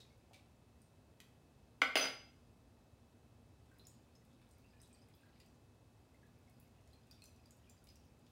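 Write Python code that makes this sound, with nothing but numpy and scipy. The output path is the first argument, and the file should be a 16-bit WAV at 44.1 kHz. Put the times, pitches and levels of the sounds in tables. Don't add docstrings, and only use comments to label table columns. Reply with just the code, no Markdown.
import sys
import numpy as np
from scipy import signal
from scipy.fft import rfft, irfft, next_fast_len
from scipy.io import wavfile

SR = 44100
rng = np.random.default_rng(int(sys.argv[2]) if len(sys.argv) > 2 else 0)


def transcribe(signal):
    frames = np.atleast_2d(signal).T
    limited = np.clip(frames, -1, 1)
    pcm = np.round(limited * 32767).astype(np.int16)
    wavfile.write(sys.argv[1], SR, pcm)


N = 366515

# t/s, bubble f/Hz, bubble level/dB, tick level/dB
DROPS = [(.006, 3780, -56, -75), (.344, 2320, -59, -62.5), (.818, 9030, -65, -65.5),
         (3.715, 1555, -63.5, -74), (3.796, 4040, -58.5, -74), (3.852, 5300, -61.5, -74),
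         (3.869, 6880, -54, -53), (4.153, 5180, -63, -74), (4.511, 8240, -64.5, -63.5),
         (4.645, 2685, -68, -80), (4.802, 5100, -63, -70), (4.816, 8200, -59.5, -59.5),
         (4.833, 3870, -64, -65), (4.929, 8530, -61.5, -67), (4.948, 4650, -65.5, -74),
         (5.14, 3410, -69, -76.5), (5.234, 1608, -64, -80), (5.402, 4820, -60.5, -64),
         (6.145, 2080, -69, -72), (6.231, 1685, -64.5, -78), (6.477, 2180, -69, -78),
         (6.932, 4110, -63.5, -68.5), (7.1117, 4740, -54, -58), (7.22, 2560, -62, -70),
         (7.2208, 4220, -57, -62), (7.24, 8860, -64, -55), (7.257, 6050, -60, -59),
         (7.458, 4780, -63.5, -65), (7.508, 6900, -63, -59), (7.674, 2430, -69.5, -80),
         (7.697, 7300, -60, -58.5), (7.889, 5000, -57, -63), (7.957, 5620, -64, -62)]
# t/s, level/dB of its small bubbles
FLOW = [(0, -72), (.5, -96), (1.3, -92), (3.4, -92), (3.8, -78), (4.1, -80), (4.8, -76.5), (5.4, -73.5),
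        (5.8, -93), (6.3, -80), (7, -78.5), (8, -76), (8.31, -81)]


def undb(db):
    return 10 ** (np.asarray(db) / 20)


def seconds(length):
    return np.arange(int(length * SR)) / SR


def add(out, at, x):
    i = int(np.clip(at * SR, 0, N - 1))
    out[i:i + len(x)] += x[:N - i]


def wander(t, count):
    return np.interp(t, np.linspace(0, t[-1], count), rng.standard_normal(count))


def noise(spectrum, size):
    hz, db = np.transpose(spectrum)
    padded = next_fast_len(size, True)
    f = np.maximum(np.fft.rfftfreq(padded, 1 / SR), 1)
    gain = undb(np.interp(np.log(f), np.log(hz), db)) * np.minimum(f / hz[0], 1) ** 2
    shaped = irfft(rfft(rng.standard_normal(padded)) * gain, padded)[:size]
    return shaped / np.sqrt(np.mean(shaped ** 2))


def ring(t, hz, t60):
    return np.sin(2 * np.pi * hz * t) * np.exp(-np.log(1000) * t / t60)


def background(room_db=-66, waver_hz=1.5):
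    # f/Hz, relative spectral level/dB
    room_tone = [(30, -13.5), (55, -2), (104, 1), (195, -9), (240, -5), (300, -10.5), (780, -17),
                 (1500, -26.5), (2500, -31), (3900, -31), (6000, -34.5), (9000, -36), (12000, -40),
                 (15500, -42.5)]
    # f/Hz, rms level/dB
    hum = [(70, -80), (120, -81.5), (238, -80), (2595, -90), (3924, -100)]
    t = np.arange(N) / SR
    out = undb(room_db) * noise(room_tone, N)
    for hz, db in hum:
        drift = waver_hz * wander(t, count=60)
        out += undb(db) * np.sqrt(2) * np.sin(2 * np.pi * np.cumsum(hz + drift) / SR)
    return out


def kitchen(x, wet_db, t60_low=.46, t60_high=.38, gap_s=.003, build_s=.0024, treble_db=-1, early_s=.015):
    t = seconds(.7)
    white = rng.standard_normal(len(t))
    low = signal.sosfiltfilt(signal.butter(2, 5000, fs=SR, output="sos"), white)
    low_decay = undb(-60 * t / t60_low)
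    tail = low * low_decay + undb(treble_db) * (white - low) * undb(-60 * t / t60_high)
    onset = 1 - np.exp(-np.maximum(t - gap_s, 0) / build_s)
    early_boost = 1 + .74 * np.exp(-t / early_s)
    response = tail * onset * early_boost / np.sqrt(np.sum(low_decay ** 2))
    return x + undb(wet_db) * signal.fftconvolve(x, response)[:N]


def splats(events, below_db=-18, above_db=-8):
    out, t = np.zeros(N), seconds(.07)
    for at, db, decay_s, hz in events:
        colour = [(hz / 3.2, below_db), (hz / 1.1, -2), (hz, 0),
                  (hz * 2, above_db), (hz * 4, 2 * above_db), (hz * 16, 4 * above_db)]
        add(out, at, undb(db - 1.5) * noise(colour, len(t)) * np.exp(-t / decay_s))
    return out


def wet_impacts(edge_db=-6, edge_s=.0028, edge_hz=8500):
    # t/s, level/dB, decay time/s, centre f/Hz
    smacks = [(.002, -64.5, .022, 3980), (.333, -62, 0.018, 3230), (.362, -66, .008, 3500),
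              (1.2023, -49, 0.0036, 2670), (3.785, -67.5, .004, 11000), (4.416, -68.5, 0.0049, 2100),
              (5.4, -66, .012, 2580), (6.497, -67.5, .003, 9100), (6.599, -63, 0.0055, 13000),
              (6.875, -66.5, .004, 5500), (7.841, -61, .0027, 10900), (7.87, -61.5, .006, 3170),
              (8.265, -70, .009, 3360)]
    # t/s, level/dB, decay time/s, centre f/Hz
    slumps = [(.002, -62, 0.011, 520), (.310, -59, 0.0088, 720)]
    edges = [(at, db + edge_db, edge_s, edge_hz) for at, db, _, _ in smacks]
    smacking = splats(smacks, below_db=-24, above_db=-11.5) + splats(edges)
    return smacking + splats(slumps, below_db=-14, above_db=-29)


def bubble(hz, t60, rise=.02):
    t = seconds(t60)
    return ring(t, hz * (1 + rise * t / t60), t60)


def trickle(count=1700, centre_hz=3900, octaves=.75, spread_db=3, cycles=40):
    out, times = np.zeros(N), rng.uniform(0, N / SR, count)
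    height, strength, life = rng.standard_normal((count, 3)).T
    pitches = np.clip(centre_hz * 2 ** (octaves * height), 1400, 14000)
    levels = np.interp(times, *np.transpose(FLOW)) + spread_db * np.minimum(strength, 2)
    ring_times = cycles / pitches * np.exp(.5 * life)
    for at, hz, db, t60 in zip(times, pitches, levels, ring_times):
        add(out, at, undb(db) * bubble(hz, t60))
    return out


def spatter(count=70, over_flow_db=5, spread_db=2, stray_s=.0035, stray_hz=8500, octaves=.68,
            tick_s=.0021, tick_hz=8000):
    times = (np.arange(count) + rng.uniform(0, 1, count)) * N / SR / count
    strength, height = np.clip(rng.standard_normal((count, 2)).T, -2, 2)
    levels = np.interp(times, *np.transpose(FLOW)) + over_flow_db + spread_db * strength
    centres = stray_hz * 2 ** (octaves * height)
    strays = [(at, db, stray_s, hz) for at, db, hz in zip(times, levels, centres)]
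    ticks = [(at, db, tick_s, tick_hz) for at, _, _, db in DROPS]
    return splats(ticks + strays)


def glass(x):
    # f/Hz, bandwidth/Hz, level/dB
    modes = [(2480, 45, 3.5), (4930, 75, 8)]
    return x + sum(undb(db) * signal.lfilter(*signal.iirpeak(hz, hz / width, fs=SR), x)
                   for hz, width, db in modes)


def drips(reference_hz=4400, reference_t60=.036, satellites=3, satellite_db=-7.5, mean_lag_s=.011):
    out = np.zeros(N)
    for at, hz, db, _ in DROPS:
        t60 = reference_t60 * (reference_hz / hz) ** .46
        add(out, at, undb(db) * bubble(hz, t60))
        lags = rng.exponential(mean_lag_s, satellites)
        pitches = hz * 2 ** (.17 * rng.standard_normal(satellites))
        for lag, pitch in zip(lags, pitches):
            add(out, at + lag, undb(db + satellite_db) * bubble(pitch, t60=.018))
    return out


def contacts(rebound_s=.003, rattle_start_s=1.996, gap_s=.0148, hold_s=.053, fade_db_per_s=290):
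    # t/s, then level/dB of knock, thud, crack, ring, tines, overtones
    blows = [(1.8172, -12.5, -5, -31, -42.5, -2, -10.5), (1.9557, -35, 19.5, -27, -29, -23, -7.5),
             (1.968, -22, -6, -35, -54, -7, 0), (1.9725, -45, 12, -32, -44, 4, 7.5)]
    rebounds = [(at + rebound_s, knock - 15, thud, crack - 3.5, ringing - 3.5, tines, overtones)
                for at, knock, thud, crack, ringing, tines, overtones in blows]
    rattle = []
    for since in gap_s * np.arange(8):
        at = rattle_start_s + since
        fade = fade_db_per_s * max(since - hold_s, 0)
        tines = 10.5 - 600 * abs(at - 2.011)
        rattle.append((at, -38.5 - fade, 7, -35.5 - fade, -41 - fade, tines, -8.5))
    return np.vstack([blows, rebounds, rattle])


def knocks(thud_below_hz=950, crack_s=.005, radiate_hz=170):
    # f/Hz, level/dB, t60/s
    board = [(262, -17.5, 0.085), (470, -18.5, .09), (540, -13.5, .06), (632, -14, .07),
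             (785, -11.5, 0.046), (1150, -8, 0.035), (1360, -10, .05), (1502, -5.5, 0.045),
             (1626, -14, 0.034), (1940, -13, .03), (2114, -1.5, 0.045), (2230, -5, 0.032), (2369, -8, .03),
             (2880, -10, 0.024), (3220, -10, 0.026)]
    # f/Hz, relative spectral level/dB
    crack_spectrum = [(120, -30.5), (260, -7.5), (600, 3.5), (1000, -4.5), (2200, 2), (3600, -2),
                      (5500, -12), (8000, -19.5), (12000, -29.5), (16000, -32)]
    out, t = np.zeros(N), seconds(.09)
    modes = np.array([(-1) ** k * undb(db) * ring(t, hz, t60) for k, (hz, db, t60) in enumerate(board)])
    is_low = np.array(board)[:, 0] < thud_below_hz
    for at, knock_db, thud_db, crack_db, *_ in contacts():
        wood = undb(thud_db * is_low) @ modes
        crack = noise(crack_spectrum, len(t)) * np.exp(-t / crack_s)
        add(out, at, undb(knock_db - 5) * wood + undb(crack_db) * crack)
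    return signal.sosfilt(signal.butter(2, radiate_hz, "high", fs=SR, output="sos"), out)


def fork(scatter_db=2, tine_hz=5500, overtone_hz=7500, rock_db=3, rock_radians=.55,
         rest_s=2.17, damp_db_per_s=55):
    # f/Hz, level/dB, t60/s
    modes = [(803, -16, .22), (1374, -11.5, 0.26), (1530, -16, 0.17), (2100, -12.5, 0.22),
             (2670, -17.5, 0.28), (2920, -12.5, 0.34), (3279, -10.5, .25), (4163, -16.5, 0.18),
             (4443, -15, .24), (4930, -3, 0.26), (6084, -1.3, 0.14), (8812, -19, 0.25), (9355, -14.5, 0.41),
             (10400, -16.5, .2), (10607, -10.5, 0.22), (13810, -15.5, .22), (14020, -21.5, .22),
             (15060, -19.5, .18), (15620, -25, .18)]
    out, t = np.zeros(N), seconds(.7)
    at, *_, ring_db, tine_db, overtone_db = contacts().T
    since = t - (at - at[0])[:, None]
    damping = undb(-damp_db_per_s * np.maximum(at[0] + t - rest_s, 0))
    for hz, db, t60 in modes:
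        share_db = overtone_db if hz > overtone_hz else tine_db if hz > tine_hz else 0
        fed = undb(ring_db + db + share_db + scatter_db * rng.standard_normal(len(at))) ** 2
        remaining = (since >= 0) * np.exp(-2 * np.log(1000) * np.abs(since) / t60)
        energy = fed @ remaining
        waver = undb(rock_db * wander(t, count=55))
        phase = 2 * np.pi * hz * t + rock_radians * wander(t, count=55)
        add(out, at[0], np.sqrt(energy / 2) * damping * waver * np.sin(phase))
    return out


def scene():
    liquid = drips() + glass(spatter() + trickle()) + wet_impacts()
    wood = kitchen(knocks(), wet_db=-3)
    metal = kitchen(fork(), wet_db=-6.5, t60_low=.57, t60_high=.36)
    return (wood + metal + kitchen(liquid, wet_db=-1) + background())[None]


def record(dry, bottom_hz=42, top_hz=15800):
    thin = signal.sosfilt(signal.butter(6, bottom_hz, "high", fs=SR, output="sos"), dry)
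    return signal.sosfilt(signal.ellip(10, .2, 70, top_hz, fs=SR, output="sos"), thin)


dry = scene()
out = record(dry)
transcribe(out)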